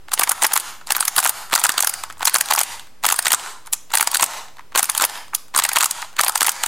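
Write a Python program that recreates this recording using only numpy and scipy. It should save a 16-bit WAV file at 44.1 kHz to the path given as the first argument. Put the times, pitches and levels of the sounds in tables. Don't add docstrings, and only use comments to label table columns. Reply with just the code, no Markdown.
import sys
import numpy as np
from scipy import signal
from scipy.fft import rfft, irfft, next_fast_len
from scipy.io import wavfile
from scipy.ndimage import uniform_filter1d

SR = 44100
rng = np.random.default_rng(int(sys.argv[2]) if len(sys.argv) > 2 else 0)


def voltage_ratio(level):
    return 10 ** (np.asarray(level, float) / 20)


def to_wav(sig):
    pcm = np.clip(np.atleast_2d(sig), -1, 1) * 32767
    pcm = np.round(pcm).astype(np.int16)
    wavfile.write(sys.argv[1], SR, pcm.T)


N = 294390
LEAD_MS = 9


def along(points, hz):
    point_hz, value = np.transpose(points)
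    return np.interp(np.log(hz + 1), np.log(point_hz + 1), value)


def filtered(x, response):
    size = next_fast_len(N + SR // 2)
    hz = np.fft.rfftfreq(size, 1 / SR)
    return irfft(rfft(x, size) * response(hz), size)[..., :N]


def resonances(modes, hz):
    total = 0
    for k, (center_hz, width_hz, db) in enumerate(modes):
        damping = 1j * hz * width_hz
        mode = damping / (center_hz * center_hz - hz * hz + damping)
        total = total + (-1) ** k * voltage_ratio(db) * mode
    return total


def high_pass(hz, corner_hz):
    return -hz * hz / (corner_hz ** 2 - hz * hz + 1.4j * hz * corner_hz)


# (frequency [Hz], level [dB per Hz])
HISS_TONE = [(35, -11), (60, -7), (66, -10), (130, -10), (593, -15), (6000, -28.5), (16000, -34)]
# (frequency [Hz], likeness [0 to 1])
HISS_LIKENESS = [(60, .75), (200, .1), (2000, .55)]


def hush():
    def shape(hz):
        turn = np.arccos(np.clip(along(HISS_LIKENESS, hz), -1, 1)) / 2
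        return voltage_ratio(along(HISS_TONE, hz)) * np.array([np.cos(turn), np.sin(turn)])

    mid, side = filtered(rng.standard_normal((2, N)), shape)
    hiss = voltage_ratio(-54.5) * np.array([mid + side, mid - side]) / np.std(mid)
    t = np.arange(N) / SR
    hum = np.sin(2 * np.pi * 84.3 * t)
    passing = np.exp(-((t - 2.4) / .48) ** 4)
    return hiss + voltage_ratio(-56) * gain_control() * passing * hum / np.std(hum)


# (frequency [Hz], time [s])
ECHO_TIME = [(1200, 0.42), (5000, 0.42), (11000, 0.37), (15000, 0.43)]
# (frequency [Hz], level [dB])
ECHO_LEVEL = [(900, -14.5), (2500, -16.5), (5000, -16), (9000, -22.5), (15000, -24.5)]


def room(x):
    wet, step, build = np.zeros((3, N + SR)), SR // 5, .03 * SR
    for start in range(0, N, step):
        hz, t, z = signal.stft(rng.standard_normal((3, 3 * step)), SR, nperseg=256)
        fade = voltage_ratio(-60 * t / along(ECHO_TIME, hz)[:, None])
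        tail = signal.istft(z * fade, SR, nperseg=256)[1]
        tail = tail * np.minimum(1, np.arange(tail.shape[1]) / build)
        tail = tail / np.linalg.norm(tail[0])
        answer = signal.fftconvolve(x[[0, 1, 0], start:start + step], tail, axes=1)
        wet[:, start:start + answer.shape[1]] += answer
    one, other, side = filtered(wet[:, :N], lambda hz: voltage_ratio(along(ECHO_LEVEL, hz)))
    return (one + other) / np.sqrt(2) + voltage_ratio(-14) * side * [[1], [-1]]


# (time [s], snap level [dB], knock level [dB], pitch of the struck edge [kHz])
FIRST_RUN = [(0.0847, -48, -30.5, 1.6), (0.0885, -57, -52, 2.7), (0.0939, -40.5, -50, 4.8),
             (0.1185, -22.5, -22, 2.9), (0.1321, -35, -25, 2), (0.1355, -12, -21, 7.1),
             (0.1392, -10, -22.0, 9.6), (0.1771, -25, -21, 3.3), (0.1875, -29.0, -29, 3.5),
             (0.1958, -7.0, -14, 9.1), (0.2111, -16, -19, 8.3), (0.217, -19.5, -16, 4.9),
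             (0.2207, -30, -14, 3.3), (0.2358, -7.5, -13, 8.7), (0.2749, -24, -18.0, 4),
             (0.2951, -7, -18.5, 9.8), (0.3118, -25, -17, 6.2), (0.3175, -9, -15.5, 8.7),
             (0.3608, -39, -42, 4.1), (0.3785, -43.5, -35, 4.8), (0.4222, -13.0, -15.5, 8.6),
             (0.4272, -12, -13, 6.7), (0.4354, -7.5, -41, 9.5), (0.4446, -23, -8.5, 5.9),
             (0.4481, -10, -17, 5.3), (0.4519, -18, -13, 6.6), (0.4672, -11, -28, 10.8),
             (0.5131, -37, -23.5, 2.8), (0.5213, -22, -20.5, 2.4), (0.5368, -7, -18, 9.1),
             (0.5583, -14, -16.5, 12.4), (0.5636, -12, -12.5, 4.3), (0.5759, -9.0, -18.0, 8.4),
             (0.5998, -18.5, -44, 9.5), (0.6043, -25, -42, 7.8), (0.8127, -46.5, -34.5, 2.6)]
SECOND_RUN = [(0.8716, -26.0, -34, 4.8), (0.878, -35, -39, 7.2), (0.8832, -36.5, -33, 4.9),
              (0.8913, -39, -28, 8.4), (0.9063, -12.5, -11.5, 4.9), (0.915, -30, -25, 3.7),
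              (0.9217, -6.5, -17, 9.2), (0.9506, -24, -17.5, 3.2), (0.9564, -21, -28, 4.5),
              (0.9662, -11.5, -17, 11.7), (0.9817, -27, -22.5, 5.5), (0.9918, -32, -24.0, 3.4),
              (1.0073, -7, -16, 9.3), (1.0275, -21, -17, 4.1), (1.033, -28, -30, 9), (1.0533, -14, -32, 10),
              (1.0811, -8, -16, 8.9), (1.1558, -37, -33, 6), (1.165, -10, -20, 8.9),
              (1.1802, -11, -13.5, 9.7), (1.1835, -7.5, -10, 5), (1.1899, -9.5, -13, 8),
              (1.2026, -13, -24, 8.5), (1.229, -21, -19.0, 7.8), (1.2342, -21, -26, 5.2),
              (1.241, -14, -34, 10.8), (1.2478, -11.5, -21, 9.9), (1.2558, -21.5, -11, 5.3),
              (1.2625, -11.5, -12, 4.9), (1.2748, -12.5, -28, 8.4), (1.2865, -25, -30.5, 7.3),
              (1.2946, -8, -19, 11.4), (1.304, -35, -30.5, 3.7), (1.3788, -44, -39, 5.6),
              (1.43, -42, -34.5, 2.8)]
THIRD_RUN = [(1.499, -36.5, -34, 10), (1.512, -32, -30, 5.2), (1.516, -34, -28.0, 3.4),
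             (1.5244, -23.5, -18, 4), (1.5314, -14, -12, 3.9), (1.539, -9.5, -12.0, 2.6),
             (1.5535, -6.5, -19, 8.2), (1.5598, -11, -12, 7.3), (1.5785, -18, -16.5, 4.3),
             (1.5887, -22, -25, 5.8), (1.596, -16, -26, 11), (1.6015, -20.0, -30.0, 8.9),
             (1.6159, -26.0, -21, 4.7), (1.6399, -6, -15.5, 8.6), (1.6472, -13, -15, 8.9),
             (1.6516, -10.0, -14, 7.3), (1.6564, -20, -11, 6.3), (1.6674, -14, -29, 8.7),
             (1.6933, -9.5, -11.5, 8.2), (1.7018, -24, -22, 4.1), (1.7205, -19, -39, 7.5),
             (1.7417, -29, -26, 5.4), (1.7805, -8.5, -15, 4.76), (1.7918, -18.5, -17.5, 3.7),
             (1.806, -8, -20, 9.2), (1.826, -10, -26, 8), (1.8345, -20.0, -17.5, 3.1),
             (1.847, -11.5, -17, 8.8), (1.8734, -8.0, -16.5, 8.5), (1.8961, -13.5, -27, 9.1),
             (1.9394, -18, -26.5, 7.9), (2.0373, -22.5, -19.5, 7.5), (2.1005, -36, -26.5, 7.3),
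             (2.1079, -44, -31, 3.0), (2.1257, -35.5, -39.5, 7.1)]
FOURTH_RUN = [(2.1715, -48, -41.5, 2.6), (2.1819, -41.5, -45.5, 7.7), (2.1955, -36.0, -38.0, 7.9),
              (2.208, -33, -20.5, 2.3), (2.219, -38, -22.5, 3.3), (2.225, -30, -25, 2.2),
              (2.2293, -21.0, -15.5, 4.2), (2.255, -6, -20, 9.1), (2.2734, -7.5, -11.5, 5.5),
              (2.2793, -11, -16.5, 4.2), (2.2822, -20, -19.5, 9.7), (2.2966, -18.5, -25, 10.5),
              (2.328, -34, -35, 5.2), (2.344, -6.5, -13.5, 10.5), (2.3531, -10.5, -15, 4.3),
              (2.3598, -10.0, -10.5, 5.9), (2.3686, -16, -21.5, 10), (2.3853, -17, -27, 7.7),
              (2.4108, -7.5, -12.5, 8.7), (2.439, -40, -35, 4.7), (2.4588, -24, -35, 9.5),
              (2.4806, -33, -34, 4.4), (2.4874, -23, -27, 3.9), (2.5068, -18.5, -14.5, 6.1),
              (2.5107, -10, -9.5, 4.2), (2.523, -15.0, -12, 2.5), (2.5372, -9, -19.5, 8.9),
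              (2.5506, -18, -16, 7.7), (2.5617, -14.5, -27.5, 8.7), (2.576, -25, -16.5, 6.1),
              (2.5798, -16.5, -14.5, 3), (2.587, -17, -23, 5.8), (2.5914, -8, -22, 12),
              (2.5982, -23.5, -23, 3.1), (2.606, -15.5, -21, 6.2), (2.6135, -10, -15.5, 9.1),
              (2.6344, -14.5, -34, 9.4), (2.7294, -44, -36, 6), (2.7965, -29.5, -43.5, 2.1),
              (2.871, -50, -43.5, 4.8)]
FIFTH_RUN = [(3.03, -35, -38, 5.8), (3.038, -21.5, -20, 4.7), (3.0453, -20, -9.5, 5.6),
             (3.053, -11.5, -13, 4.9), (3.066, -8.0, -16.5, 8.6), (3.0826, -25, -21, 5.2),
             (3.089, -10.5, -13.0, 4.8), (3.102, -13.5, -16.5, 7.9), (3.1109, -18, -19, 3.4),
             (3.1246, -6.5, -13.5, 8.8), (3.1427, -21, -22.5, 7.7), (3.1623, -18, -33.0, 11),
             (3.191, -8.5, -13.5, 9.3), (3.2256, -21, -38, 8.4), (3.2506, -20, -26, 6.6),
             (3.257, -13, -17.5, 4.0), (3.2686, -13, -8.5, 5.9), (3.2823, -12, -20, 9.6),
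             (3.3065, -14, -18.5, 4.6), (3.3201, -7.5, -14, 9.3), (3.3314, -7, -20.5, 8.2),
             (3.3371, -13.5, -10.5, 7.9), (3.3467, -10, -29, 7.4), (3.3975, -29.5, -31, 2.9),
             (3.4379, -39, -32.0, 6.4), (3.4613, -35.0, -28, 4.3), (3.4737, -35, -29, 3.3),
             (3.653, -51.0, -43, 3.9), (3.6616, -39, -43, 9.4), (3.6708, -32.5, -50, 8.6),
             (3.6748, -41, -31.5, 4.4), (3.729, -13.5, -32.5, 10), (3.7343, -8.5, -28, 7.1),
             (3.7406, -21.5, -33.0, 8.5)]
SIXTH_RUN = [(3.9044, -36, -33, 2.9), (3.917, -40, -28.5, 2.8), (3.921, -27.0, -38, 7.2),
             (3.9388, -12.5, -11, 4), (3.9467, -17.5, -16, 5.2), (3.9537, -7.0, -14.5, 9.8),
             (3.9736, -8.5, -14.5, 8.4), (3.9845, -14, -25, 9), (3.9977, -19, -17, 3.0),
             (4.0101, -7.5, -11, 8.7), (4.0276, -12.5, -14.5, 9.1), (4.044, -27, -38.0, 12),
             (4.0742, -9, -13, 7.3), (4.1161, -17.5, -43, 8.3), (4.1317, -27, -21.5, 4.6),
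             (4.1428, -22, -26, 8.4), (4.1464, -9.0, -18.5, 4.9), (4.1503, -13, -25, 9.4),
             (4.156, -16, -14.5, 4.8), (4.1705, -10.5, -30, 8.7), (4.188, -34, -31.0, 5.8),
             (4.1974, -16.5, -16.0, 4.5), (4.2042, -27.5, -20, 4.8), (4.2098, -14.5, -20, 8.5),
             (4.226, -6.5, -11, 6.8), (4.2307, -12, -10.5, 4.9), (4.241, -10, -21, 8.7),
             (4.2624, -22, -38, 7.3), (4.311, -32.5, -33, 5.2), (4.3352, -31, -28.5, 4.4),
             (4.3707, -43, -32.5, 5.1), (4.4573, -50, -40, 4.7), (4.4846, -47, -38.5, 3.8),
             (4.5695, -46, -40, 4.5), (4.5844, -52, -37, 2.4), (4.5938, -60, -29.5, 2.6),
             (4.6091, -58, -41.5, 3.3), (4.6364, -63, -57, 3.1)]
SEVENTH_RUN = [(4.7215, -49, -37, 2.6), (4.729, -52.5, -41, 2.5), (4.7512, -29.5, -14.0, 5.4),
               (4.7591, -12, -11.5, 4.4), (4.7627, -23, -18, 2.4), (4.777, -8.5, -16.5, 9.0),
               (4.7834, -14, -14, 8.6), (4.7883, -12.5, -22, 6.4), (4.7939, -8, -12.5, 8.4),
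               (4.8052, -22, -25, 8.6), (4.8299, -8, -18.0, 9.2), (4.8432, -16.5, -24.0, 8),
               (4.856, -20.5, -42, 9.9), (4.8935, -29, -17, 3.5), (4.8987, -8.5, -19.5, 9.1),
               (4.918, -25, -45, 8.1), (4.9506, -16.5, -22.5, 4.9), (4.9637, -27, -28.5, 2.8),
               (4.9688, -26, -28, 9.4), (4.9786, -8.5, -21, 9), (4.9991, -18, -15.5, 4.8),
               (5.0113, -15, -18.5, 4.4), (5.0189, -17.5, -13, 2.5), (5.0225, -8.5, -19, 8.3),
               (5.0299, -21.5, -16, 2.3), (5.035, -23.5, -16.5, 3.3), (5.0404, -12, -11.0, 5.5),
               (5.0509, -9, -20, 8.9), (5.0969, -27, -28.5, 4.9), (5.1556, -33, -29.0, 2.3),
               (5.1759, -42, -30.5, 3.6), (5.2819, -45.5, -41, 2.9), (5.335, -45, -21, 7),
               (5.3496, -8, -30, 9.03), (5.3558, -37, -44.5, 10)]
EIGHTH_RUN = [(5.483, -46, -49, 7.0), (5.5412, -35, -26, 4.5), (5.549, -18.5, -15.5, 3),
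              (5.557, -35, -23, 3.8), (5.5634, -8.5, -13, 6.3), (5.5773, -7.5, -17, 9.5),
              (5.5894, -8, -9.5, 8.1), (5.5985, -11.5, -16, 5.1), (5.6225, -20, -19.5, 3.8),
              (5.6393, -9.5, -23, 8.6), (5.6516, -13, -11, 8.2), (5.664, -22, -38, 12),
              (5.684, -39, -35, 4.8), (5.6912, -13.0, -18.5, 8.1), (5.717, -24.5, -20, 4.2),
              (5.7332, -14.5, -32, 9.1), (5.7537, -29, -27.0, 3.3), (5.7604, -11.5, -12, 4.3),
              (5.7662, -11, -29, 5.1), (5.7702, -13.0, -6.5, 3.8), (5.7864, -10.5, -30, 9.1),
              (5.8026, -24, -21, 5.1), (5.8083, -10, -16.5, 4.6), (5.8153, -14, -16, 4.4),
              (5.8278, -10.5, -16.5, 6.3), (5.8338, -13, -14, 8.2), (5.844, -9.5, -20, 9),
              (5.859, -10.5, -17.5, 7.9), (5.9114, -12, -43, 9.4), (5.999, -42, -35, 3.5),
              (6.02, -25.5, -32, 5.3), (6.0265, -40, -20, 3.4), (6.0471, -34, -32.0, 2.9)]
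NINTH_RUN = [(6.1297, -50, -42.0, 4.8), (6.139, -52.0, -43, 3.1), (6.167, -28, -32, 4.4),
             (6.174, -43, -40, 3.1), (6.1904, -23, -11.5, 2.4), (6.1942, -12.0, -8, 4.5),
             (6.2059, -29, -12, 3.8), (6.2122, -8, -27, 8.6), (6.2356, -13.5, -13, 5.3),
             (6.2397, -24, -29, 3.1), (6.247, -12.5, -25.0, 10.3), (6.2644, -19, -19, 1.9),
             (6.2707, -26, -22, 4.1), (6.2826, -9.0, -16.5, 9.7), (6.2954, -13, -15, 8.4),
             (6.3217, -26, -37.0, 7.3), (6.3572, -9, -12, 8.5), (6.3773, -15.0, -37.5, 8.2),
             (6.4084, -9.5, -15.5, 4.7), (6.4176, -13.5, -11, 5), (6.4297, -8, -16, 8.2),
             (6.446, -17, -20.5, 4.9), (6.4483, -26, -26.5, 6.0), (6.4541, -25, -20, 7.3),
             (6.466, -11.5, -24, 9), (6.4707, -11, -19, 10.2), (6.4829, -20, -11, 4.4),
             (6.493, -8.5, -17.5, 8.1), (6.5085, -46, -41, 3.4), (6.5188, -21, -35, 9.1),
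             (6.5545, -39, -39, 5.6), (6.564, -36, -31.0, 7), (6.6365, -10.5, -15, 4.7),
             (6.64, -27, -17.5, 6.4), (6.657, -41, -30, 2.8), (6.6624, -15.5, -22.5, 7.6)]


def catches():
    early = FIRST_RUN + SECOND_RUN + THIRD_RUN
    middle = FOURTH_RUN + FIFTH_RUN + SIXTH_RUN
    return early + middle + SEVENTH_RUN + EIGHTH_RUN + NINTH_RUN


def burst(chance, half_ms, spiky_db):
    since_ms = np.arange(chance.shape[-1]) * 1000 / SR - LEAD_MS
    before = since_ms < 0
    hump = np.exp(-np.abs(since_ms / half_ms) ** np.where(before, 2.6, 1.8))
    scrape = 0.32 * voltage_ratio(2 * since_ms)
    rattle = 0.28 * voltage_ratio(-0.94 * since_ms)
    rubbing = np.where(before, scrape, rattle)
    return (hump + rubbing) * chance[0] * voltage_ratio(spiky_db * chance[1])


def struck(impacts, response, db):
    ring = irfft(rfft(impacts) * response)
    return voltage_ratio(db + 21.0) * ring / np.linalg.norm(ring, axis=1, keepdims=True)


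# (frequency [Hz], width [Hz], level [dB])
EDGE_MODES = [(3240, 1800, 5), (4810, 550, 7), (6830, 1400, 3), (8580, 880, 10.5), (10090, 1540, 5),
              (14800, 1800, 1)]
# (frequency [Hz], width [Hz], level [dB])
SHELL_MODES = [(871, 238, 0), (1325, 355, 0), (1747, 850, -5)]
# (frequency [Hz], width [Hz], level [dB])
FINGER_MODES = [(333, 220, -23)]


def puzzle():
    full_ms, longer_per_db, length_scatter = 2.5, .025, .15
    crowded = .3
    shell_shift = .08
    size = 1280
    out, hz, gain = np.zeros((3, N + size)), np.fft.rfftfreq(size, 1 / SR), gain_control()
    rows = catches()
    chance = rng.standard_normal((len(rows), 4, 3, size))
    spots = rng.standard_normal((len(rows), 10))
    times_ms = 1000 * np.array([0] + [row[0] for row in rows] + [N / SR])
    gaps_ms = np.minimum(np.diff(times_ms)[1:], np.diff(times_ms)[:-1])
    for (s, snap_db, knock_db, edge_khz), gap_ms, draw, spot in zip(rows, gaps_ms, chance, spots):
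        stretch = np.exp(longer_per_db * max(snap_db, knock_db) + length_scatter * spot[9])
        half_ms = min(crowded * gap_ms, full_ms * stretch)
        edge_hz = 1000 * edge_khz
        edges = []
        for (center_hz, width_hz, db), luck in zip(EDGE_MODES, spot):
            octaves_away = abs(np.log2(center_hz / edge_hz))
            edges.append((center_hz, width_hz, db + 2 * luck - 5 * octaves_away))
        shell = []
        for (center_hz, width_hz, db), luck, shift in zip(SHELL_MODES, spot[6:], spot):
            shell.append((center_hz * 2 ** (shell_shift * shift), width_hz, db + 2.18 * luck))
        bright = resonances(edges, hz) + resonances([(edge_hz, 1500, 3)], hz)
        bright = high_pass(hz, 1800) * bright
        thud = voltage_ratio(4 * spot[5] - 2) * resonances(FINGER_MODES, hz)
        hollow = high_pass(hz, 588) ** 2 * resonances(shell, hz) + thud
        snap = struck(burst(draw[:2], half_ms, spiky_db=4), bright, snap_db)
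        knock = struck(burst(draw[2:], .7 * half_ms, spiky_db=6), hollow, knock_db)
        start = round(s * SR)
        first = start - LEAD_MS * SR // 1000
        out[:, first:first + size] += (snap + knock) / gain[start]
    return out[:, :N]


def scene():
    clicks = puzzle()
    unlike = filtered(clicks[0], lambda hz: voltage_ratio(-10) * 1j * hz / (hz + 3000))
    return np.array([clicks[0] + unlike, clicks[0] - unlike]) + room(clicks[1:])


def gain_control():
    memory_s, threshold_db, duck_per_db = 0.094, -6.5, 3.5
    hold_s, recover_db_per_s = .025, 200
    s, snap_db, knock_db, _ = np.transpose(catches())
    ago = s[:, None] - s
    memory = np.where(ago >= 0, np.exp(-np.abs(ago) / memory_s), 0)
    recent = memory @ (voltage_ratio(2 * snap_db) + voltage_ratio(2 * knock_db))
    ducks_db = -duck_per_db * (10 * np.log10(recent) - threshold_db)
    db = np.zeros(N)
    climb_db = recover_db_per_s * np.maximum(0, np.arange(SR // 2) / SR - hold_s)
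    for start, duck_db in zip((s * SR).astype(int) - 260, ducks_db):
        part = db[start:start + SR // 2]
        part[:] = np.minimum(part, duck_db + climb_db[:len(part)])
    return voltage_ratio(uniform_filter1d(db, size=200))


def thin_stereo(x, spare_db=-38, keep=0.21):
    mid, side = (x[0] + x[1]) / 2, (x[0] - x[1]) / 2
    hz, t, z = signal.stft(side, SR, nperseg=2048)
    power = uniform_filter1d((mid - mid.mean()) ** 2, size=2048)
    loud_db = 10 * np.log10(np.abs(power) + 1e-9)
    loud_db = np.interp(t, np.arange(N) / SR, loud_db)
    share = np.clip(0.5 - (loud_db - spare_db) / 8, keep, 1)
    band_luck = uniform_filter1d(rng.random((28, len(t))), size=2, axis=1)
    luck = band_luck / 2 + rng.random(len(t)) / 2
    band = np.minimum(27, (28 * np.sqrt(hz / 17000)).astype(int))
    kept = (luck[band] < share + .1) | (hz[:, None] < 450)
    side = signal.istft(z * kept, SR, nperseg=2048)[1][:N]
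    return np.array([mid + side, mid - side])


def thin_top(x, spare_db=-30, rich_db=-45):
    hz, t, z = signal.stft(x, SR, nperseg=2048)
    level_db = 10 * np.log10(np.sum(np.abs(z[0, 24:]) ** 2, axis=0) + 1e-12)
    luck = np.repeat(rng.random((172, len(t))), 6, 0)[:len(hz)]
    height = np.clip((hz[:, None] - 11000) / 5200, 0, 1) ** 1.5
    odds = height * (level_db < spare_db) * np.where(level_db > rich_db, 1, .4)
    return signal.istft(z * (luck > odds), SR, nperseg=2048)[1][:, :N]


def low_pass(x):
    return signal.sosfilt(signal.butter(12, 16810, fs=SR, output="sos"), x)


def record(dry):
    offset, ceiling = .0118, .84
    x = (dry + offset) * gain_control() + hush()
    x = x / (1 + np.abs(x / ceiling) ** 4) ** (1 / 4)
    x = filtered(x, lambda hz: np.where(hz < 15800, 1, voltage_ratio(-32)) * (hz < 16800))
    mix = thin_top(thin_stereo(x))
    return low_pass(mix)


dry = scene()
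out = record(dry)
to_wav(out)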